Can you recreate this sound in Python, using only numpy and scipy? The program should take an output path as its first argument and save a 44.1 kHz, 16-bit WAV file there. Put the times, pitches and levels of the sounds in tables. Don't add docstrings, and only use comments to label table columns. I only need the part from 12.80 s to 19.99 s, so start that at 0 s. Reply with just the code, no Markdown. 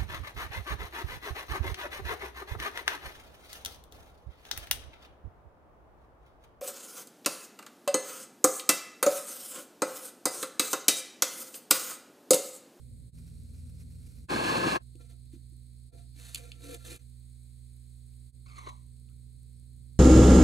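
import sys
import numpy as np
from scipy import signal
from scipy.fft import rfft, irfft, next_fast_len
from scipy.io import wavfile
from scipy.ndimage import map_coordinates

SR = 44100
rng = np.random.default_rng(int(sys.argv[2]) if len(sys.argv) > 2 else 0)


def dump_mix(stems):
    frames = np.atleast_2d(stems).T
    limited = np.clip(frames, -1, 1)
    pcm = np.round(limited * 32767).astype(np.int16)
    wavfile.write(sys.argv[1], SR, pcm)


N = 317079
T = np.arange(N) / SR
FFT_SIZE = next_fast_len(N, real=True)
F = np.maximum(np.arange(FFT_SIZE // 2 + 1) * SR / FFT_SIZE, 1)
MAINS_HZ = 60.02

# start t/s, belt and bearing rumble/dB, hiss/dB, hiss band near 4 kHz/dB
SCENES = [(0, -54, -70, -88), (0.316, -54.5, -70, -80.5), (1.474, -58.5, -63.5, -79.5),
          (1.991, -64, -72, -79), (3.115, -63.5, -70.5, -75.5), (4.185, -67.5, -70, -83.5),
          (5.519, -63.5, -72, -82.5)]


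def undb(db):
    return np.exp(np.asarray(db) * (np.log(10) / 20))


def unit(x):
    return x / np.sqrt(np.mean(x ** 2))


def across(rows, axis=1):
    hz, value = np.transpose(rows)[[0, axis]]
    return np.interp(np.log(F), np.log(hz), value)


def curve(rows, axis=1):
    return np.interp(T, *np.transpose(rows)[[0, axis]])


def by_scene(axis):
    starts, db = np.transpose(SCENES)[[0, axis]]
    return undb(db[np.searchsorted(starts[1:], T)])


def stroke(start, length, db, growth_db, attack=0.015, release=0.074):
    age = T - start
    held = db + growth_db * (np.clip(age / length, 0, 1) - .5)
    fall = 60 * np.clip((age - length) / release, 0, 3)
    return np.clip(age / attack, 0, 1) * undb(held - fall)


def noise():
    return rng.standard_normal(N)


def walk(rate):
    knots = np.arange(0, T[-1] + 1, 1 / (8 * rate))
    smooth = np.convolve(noise()[:len(knots) + 12], signal.windows.gaussian(13, 1.8), "valid")
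    return unit(np.interp(T, knots, smooth))


def grains(rate, spread_db):
    happens = rng.random(N) < rate / SR
    return unit(happens * noise() * undb(spread_db * np.clip(noise(), -2, 2)))


def colour(x, points, humps=()):
    db = across(points)
    for hz, width, hump_db in humps:
        db = db + hump_db * 2 ** -((2 * (F - hz) / width) ** 2)
    low_cut = np.minimum(F / points[0][0], 1) ** 4
    return irfft(rfft(x, FFT_SIZE) * undb(db) * low_cut, FFT_SIZE)[:N]


def ring(x, modes, polarity=1):
    out = 0
    for k, (hz, width, db) in enumerate(modes):
        out = out + polarity ** k * undb(db) * signal.lfilter(*signal.iirpeak(hz, hz / width, SR), x)
    return out


def whine(tones):
    return unit(ring(ring(noise(), tones), tones))


def strike(blows, modes, order=2, polarity=1):
    out = np.zeros(N + SR)
    for s, db, soft_hz in blows:
        contact = signal.butter(order, min(soft_hz, SR * 4 / 9), fs=SR)
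        push = signal.lfilter(*contact, signal.unit_impulse(SR // 4) + 1e-18)
        hit = ring(push, modes, polarity)
        start = int(s * SR)
        out[start:start + len(hit)] += undb(db) * hit / np.abs(hit).max()
    return out[:N]


def scatter(x, t60):
    t = T[:SR // 2]
    tail = rng.standard_normal(len(t)) * undb(-60 * t / t60) * np.minimum(t / .003, 1)
    return signal.fftconvolve(x, tail / np.linalg.norm(tail))[:N]


def high_pass(x, hz):
    return signal.sosfilt(signal.butter(2, hz, "high", fs=SR, output="sos"), x)


def split(x, edges_hz):
    bands = []
    for hz in edges_hz:
        bands.append(signal.sosfiltfilt(signal.butter(4, hz, fs=SR, output="sos"), x))
        x = x - bands[-1]
    return bands + [x]


def glide(x, ratio):
    return map_coordinates(x, [np.cumsum(ratio)], mode="mirror")


def stereo(mid, side):
    return np.array([mid + side, mid - side])


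def hum():
    harmonics = [(1, -58, -47.5, 0.33), (2, -58, -51, -0.51), (3, -83.5, -75, -1.4), (4, -74, -64, -1.3),
                 (5, -89, -77, -1.8), (6, -95.5, -87.5, -0.82)]
    # start t/s, end t/s, drop in frequency f/Hz
    start, end, sag_hz = (0.37, 1.478, 0.818)
    cycles = np.cumsum(MAINS_HZ - sag_hz * ((T > start) & (T < end))) / SR
    out = 0
    for multiple, left_db, right_db, lead in harmonics:
        phase = 2 * np.pi * multiple * cycles + rng.uniform(0, 2 * np.pi)
        left = undb(left_db) * np.sin(phase + lead)
        right = undb(right_db) * np.sin(phase)
        out = out + np.sqrt(2) * np.array([left, right])
    return out * undb(0.37 * walk(6.5))


def drive():
    # start t/s, length/s, level of its ring/dB, growth/dB
    spins = [(0, 0.3, -67.5, 2), (0.316, 1.146, -64, 0)]
    # t/s, fundamental level/dB, octave level/dB
    shaft_levels = [(0.34, -59, -55.5), (0.5, -53.5, -53.5), (0.728, -48.5, -70.5), (0.862, -44, -68),
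                    (0.88, -48, -57.5), (1.266, -50.5, -58.5), (1.304, -58, -74), (1.356, -63, -73),
                    (1.4, -54, -62.5), (1.45, -51, -53)]
    # f/Hz, width/Hz, relative level/dB
    wheel_tones = [(228.6, 9.8, 4), (245, 16.1, 2)]
    # f/Hz, relative level per Hz/dB
    rumble_colour = [(25, -34.5), (40, -19), (55, -2.5), (75, -1.5), (105, -1), (150, -7.5), (200, -15),
                     (260, -17.5), (340, -28.5), (500, -28.5), (900, -58), (2000, -82.5)]
    # f/Hz, width/Hz, boost/dB
    frame_humps = [(47.9, 7.2, 10.5), (66.9, 14, -12), (86.5, 8.3, -6), (109, 15, -3), (123, 7, -12),
                   (144.2, 13, 3), (200, 22, -3.5)]
    shaft_hz = 80.8 * (1 + 0.0041 * walk(6.7))
    turn = 2 * np.pi * np.cumsum(shaft_hz) / SR
    fundamental = undb(curve(shaft_levels)) * np.sin(turn)
    octave = undb(curve(shaft_levels, axis=2)) * np.sin(2 * turn)
    shaft = np.sqrt(2) * (fundamental + octave) * stroke(*spins[1][:2], 0, 0)
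    wheel_ring = whine(wheel_tones) * sum(stroke(*spin) for spin in spins)
    rumble, spread = (unit(colour(noise(), rumble_colour, frame_humps)) * by_scene(axis=1) for _ in range(2))
    mid = shaft + wheel_ring + rumble
    return stereo(mid, .15 * mid + undb(-7) * spread)


def hiss():
    # f/Hz, relative level per Hz/dB
    hiss_colour = [(400, -10), (600, -19), (900, -23.5), (1300, -22.5), (1800, -17.5), (2300, -13),
                   (2900, -21.5), (4200, -3), (5600, -19.5), (7300, -7), (9500, -4), (12000, -14),
                   (12800, -16), (15500, -20)]
    # f/Hz, width/Hz, boost/dB
    hiss_humps = [(5300, 1024, -3), (8450, 530, 6)]
    # f/Hz, boost of the side signal/dB
    side_colour = [(400, 15.5), (700, 16), (1200, 10), (2500, 3), (4200, -5.5), (5400, 8.5), (6400, -37.5)]
    tick_decay_s, tick_spread_db = 0.002, 3

    def layer():
        broad = unit(colour(noise(), hiss_colour, hiss_humps)) * by_scene(axis=2)
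        return broad + whine([(4200, 720, 0)]) * by_scene(axis=3)

    mid, side = layer(), layer()
    throb = whine([(8470, 150, 0)]) * undb(-77.5) * (1 + 0.8 * np.sin(2 * np.pi * MAINS_HZ * T))
    cycle, phase = np.divmod(T * MAINS_HZ / 2, 1)
    size = undb(tick_spread_db * np.clip(noise(), -2, 2))[cycle.astype(int)]
    since_tick_s = phase * 2 / MAINS_HZ
    ticks = unit(whine([(9800, 4200, 0)]) * size * np.exp(-since_tick_s / tick_decay_s)) * undb(-81.5)
    return stereo(mid + throb + ticks, colour(side, side_colour))


def trimming():
    # f/Hz, relative level per Hz/dB
    scrape_colour = [(400, 7.5), (950, -11), (1400, -2.5), (1800, -6.5), (2400, 1), (3100, -8),
                     (4300, -0.5), (5500, 1), (8000, -2.5), (11500, 0), (15000, -13)]
    # start t/s, length/s, level/dB, growth/dB
    passes = [(0, 0.297, -91, -17), (0.331, 1.131, -71, -0.5)]
    crumbs = grains(9000, 2.0) * undb(3.2 * walk(25))
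    return unit(colour(crumbs, scrape_colour)) * sum(stroke(*cut) for cut in passes)


def bat():
    # f/Hz, width when free/Hz, relative level/dB
    bat_modes = [(284.4, 5.6, 7.5), (331.8, 39, 5.5), (483.3, 20.3, 0.5), (689, 12, 4), (1355, 9.2, 5),
                 (2360, 87, -13)]
    # t/s, peak level/dB, contact cut-off f/Hz
    knocks = [(0.255, -63, 293), (2.152, -48.5, 460), (2.206, -67, 1294), (2.333, -62, 880),
              (2.534, -42.5, 314), (2.56, -46, 268), (2.72, -57.5, 315), (3.126, -59, 1200),
              (3.152, -55, 705), (3.177, -60, 890), (3.547, -52.5, 1520), (3.835, -58, 605),
              (3.945, -48, 1080), (4.116, -44, 500)]
    # t/s, relative peak level/dB, contact cut-off f/Hz
    click_blows = [(2.155, -47.5, 7600), (2.457, -53, 14100), (3.5457, -23.5, 14200), (3.5473, -16, 8400),
                   (3.5554, -34, 14000), (3.5571, -22.5, 5400), (3.7178, -30.5, 2940), (3.9434, -35, 12000),
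                   (3.9463, -28, 12200), (4.119, -48, 9350), (4.162, -32, 12000), (5.337, -57, 9100),
                   (6.168, -58, 6980), (6.288, -57.5, 2800), (6.84, -64, 8934)]
    # f/Hz, width/Hz, relative level/dB
    click_modes = [(2400, 550, -4), (3350, 900, 1), (4050, 450, 2), (4480, 260, 6.5), (6600, 1100, -1),
                   (10800, 3200, 4)]
    # f/Hz, relative level per Hz/dB
    grit_colour = [(500, -11), (950, -8.5), (1300, -7.5), (2050, -5), (2600, -2.5), (3100, -5.5),
                   (3800, -0.5), (4400, 1), (5400, -1), (7000, -1), (10500, -2.5), (14000, -11.5),
                   (16000, -27)]
    # start t/s, length/s, grit/dB, lowest two modes/dB,
    # third mode/dB, fourth mode/dB, fifth mode/dB, sixth mode/dB, growth/dB
    pushes = [(2.187, 0.029, -64, -63.5, -64, -70, -70, -89, 1),
              (2.216, 0.061, -71.5, -86, -73, -78, -86, -89, -10),
              (2.283, 0.044, -64.5, -87, -73, -78, -73.5, -96, -3.5),
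              (2.512, 0.043, -64.5, -80, -103, -102, -106, -100, -7.5),
              (3.102, 0.076, -70, -66.5, -63.5, -68, -81.5, -88, -5.5),
              (3.164, 0.091, -72, -77, -77, -75, -84, -85, -18.5),
              (3.333, 0.068, -63, -74, -81, -90, -95, -72, 18),
              (3.365, 0.22, -55.5, -85, -72, -75, -88, -72.5, 5),
              (3.569, 0.134, -59, -74, -62, -68.5, -78, -73, -7.5),
              (3.647, 0.27, -69.5, -73, -76, -84, -85, -77, -5),
              (3.79, 0.16, -54.5, -58, -56, -68.5, -66, -73, 8),
              (3.958, 0.12, -63.5, -74, -72, -84, -79, -90, 14),
              (4.036, 0.14, -49.5, -55, -56.5, -74, -71.5, -68, -3.5)]
    attack_s, release_s = 0.033, 0.11
    hand_damping = 2.6

    def pushed(axis):
        return np.max([stroke(*push[:2], push[axis], push[-1], attack_s, release_s) for push in pushes], axis=0)

    slips = grains(5000, 5.2) * undb(1.4 * walk(64))
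    grit = colour(slips + undb(1.0) * scatter(slips, 0.04), grit_colour, [(4190, 190, 6.5), (5350, 890, -7.5)])
    grit = unit(grit) * pushed(2)

    held = [(hz, width * hand_damping, db) for hz, width, db in bat_modes]
    bend = 1 + 0.004 * walk(18)
    judder = undb(1.0 * walk(50))
    groups = [held[:2]] + [[mode] for mode in held[2:]]
    board = 0
    for axis, modes in enumerate(groups, 3):
        tone = unit(glide(ring(ring(slips, modes), modes), bend))
        board = board + tone * judder * pushed(axis)

    clicks = high_pass(strike(click_blows, click_modes, polarity=-1), 1300)
    pan, room = scatter(clicks, 0.0063), scatter(clicks, 0.19)
    clicks = undb(-4.5) * clicks + undb(-5) * pan + undb(-16.0) * room
    return grit + board + strike(knocks, bat_modes, order=6) + clicks


def torch():
    # f/Hz, relative level per Hz/dB
    flame_colour = [(80, -12.5), (125, -2), (200, -0.5), (320, -3.5), (430, -5.5), (620, -9.5),
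                    (1060, -11.5), (1700, -13.5), (2650, -16.5), (4300, -22), (5500, -25), (7500, -26),
                    (11000, -31.5), (15500, -46)]
    # f/Hz, width/Hz, boost/dB
    roar_humps = [(224, 16, 1), (280, 16, 1.5), (337, 32, 7), (520, 28, 6.5), (698, 50, 0), (864, 14, 4),
                  (1052.7, 60, 9.5), (1240, 25, 5), (1410, 92, -7), (1589, 200, 5.5), (1703, 100, 7.5),
                  (1980, 350, -5), (2340, 140, 1.5), (2650, 200, 5.5), (3070, 280, -3.5), (4270, 400, 10)]
    band_edges = (500, 1950)
    # rate/(1/s), depth/dB
    flutter = [(30, 1.3), (45, 1.3), (40, 0.9)]
    # t/s, bass relative level/dB, middle relative level/dB, treble relative level/dB
    surges = [(1.5, -0.5, -0.5, -2.5), (1.525, 1.5, 0, 0.5), (1.6, -1.5, -1.5, -1.5), (1.655, -1, 1.5, 2),
              (1.75, 2.5, 2, 0.5), (1.825, 0.5, -1, 0.5), (1.865, 1.5, 3, 2), (1.915, -1.5, -2, 2),
              (1.955, 0, 3, 0)]
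    # start t/s, length/s, level before surges and flutter/dB, growth/dB
    burn = (1.4833, 0.484, -31.5, 0)
    flame = unit(glide(colour(noise(), flame_colour, roar_humps), 1 + 0.004 * walk(14)))
    roar = 0
    for axis, (band, (rate, depth_db)) in enumerate(zip(split(flame, band_edges), flutter), 1):
        roar = roar + band * undb(curve(surges, axis=axis) + depth_db * walk(rate))
    return roar * stroke(*burn, attack=0.021, release=0.069)


def needle():
    # f/Hz, relative level per Hz/dB
    rasp_colour = [(200, -7), (300, -2), (600, -9), (780, -13), (1100, -6), (1700, -8), (2800, -6.5),
                   (4200, 0), (5400, -17), (6300, -4.5), (7800, -16), (10000, -14), (15000, -38)]
    # f/Hz, width/Hz, boost/dB
    rasp_humps = [(1147, 350, 13), (2160, 440, 15.7), (4180, 290, 6.9)]
    # t/s, pitch ratio
    cut_pitch = [(5.72, 1.05), (5.79, 1.0), (5.9, 0.97)]
    band_edges = (1380, 6200)
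    # start t/s, length/s, level/dB, growth/dB
    bites = [(5.657, 0.235, -65, 14), (5.657, 0.235, -63.5, 6), (5.665, 0.225, -70, 6)]
    # start t/s, length/s, body/dB, edge/dB, rustle/dB
    catch_rows = [(5.657, 0.013, -65, -64, -73), (5.752, 0.05, -65, -60.5, -68),
                  (5.776, 0.013, -53, -56, -58), (5.861, 0.017, -45, -53, -65),
                  (5.884, 0.012, -51, -50, -55)]
    # start t/s, length/s, level/dB, centre f/Hz, width/Hz
    rub_rows = [(6.277, 0.039, -82.5, 1344, 299), (6.729, 0.05, -90.5, 5300, 220)]
    slips = grains(9000, 1.5) * undb(1.2 * walk(70))
    wavering_pitch = curve(cut_pitch) * (1 + 0.035 * walk(45))
    scrape = glide(colour(slips, rasp_colour, rasp_humps), wavering_pitch)
    rasp = 0
    for axis, (band, bite) in enumerate(zip(split(scrape, band_edges), bites), 2):
        catches = [stroke(*row[:2], row[axis], 0, attack=0.008, release=0.035) for row in catch_rows]
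        steady = stroke(*bite, attack=0.032, release=0.14)
        rasp = rasp + unit(band) * np.max([steady, *catches], axis=0)
    dish = [(830, 340, 0)]  # f/Hz, width/Hz, dB
    hollow = scatter(ring(ring(rasp, dish), dish), 0.29)
    bright_tail = scatter(high_pass(rasp, 2300), 0.46)
    rubs = sum(whine([(hz, width, 0)]) * stroke(s, length, db, 0) for s, length, db, hz, width in rub_rows)
    return rasp + undb(2.0) * hollow + undb(-10.5) * bright_tail + rubs


def scene():
    # f/Hz, direct level/dB, direct phase/rad, scattered level/dB
    ports = [(180, -20.5, 6.5, -15.5), (352.5, -14, 0.5, -13), (522, 0, 0.9, -11), (660, 0, 0.5, 5),
             (895, 4, -1.5, -4.5), (1199, 2.5, -1.6, 0), (1700, -6, -1.66, -8), (2500, 0, -1.9, -6),
             (3275, -10.5, -3, -3), (4200, -10, -4.5, -18.5), (5380, -26.5, -4.5, -6.5),
             (6504, -47.5, -0.5, -68.5)]
    # f/Hz, level/dB
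    flame_width = [(300, -26.5), (420, -17.5), (560, -4.5), (1050, -1.5), (1700, -11.5), (2500, -6.5),
                   (3400, -2.5), (4300, -13), (5300, -10.5), (6500, -46.5)]
    near = trimming() + torch() + bat() + needle()
    direct = rfft(near, FFT_SIZE) * undb(across(ports)) * np.exp(1j * across(ports, axis=2))
    scattered = rfft(scatter(near, 0.08), FFT_SIZE) * undb(across(ports, axis=3))
    flame_side = colour(torch(), flame_width)
    side = irfft(direct + scattered, FFT_SIZE)[:N] + flame_side
    return stereo(near, side) + hum() + drive() + hiss()


def record(dry):
    half_dip_s, dip_db, top_hz = 0.032, -17.5, 15700
    dips = [np.clip(np.abs(T - s) / half_dip_s, undb(dip_db), 1) for s, *_ in SCENES[1:]]
    top_cut = signal.ellip(8, .2, 70, top_hz, fs=SR, output="sos")
    return signal.sosfilt(top_cut, dry * np.prod(dips, axis=0))


dry = scene()
out = record(dry)
dump_mix(out)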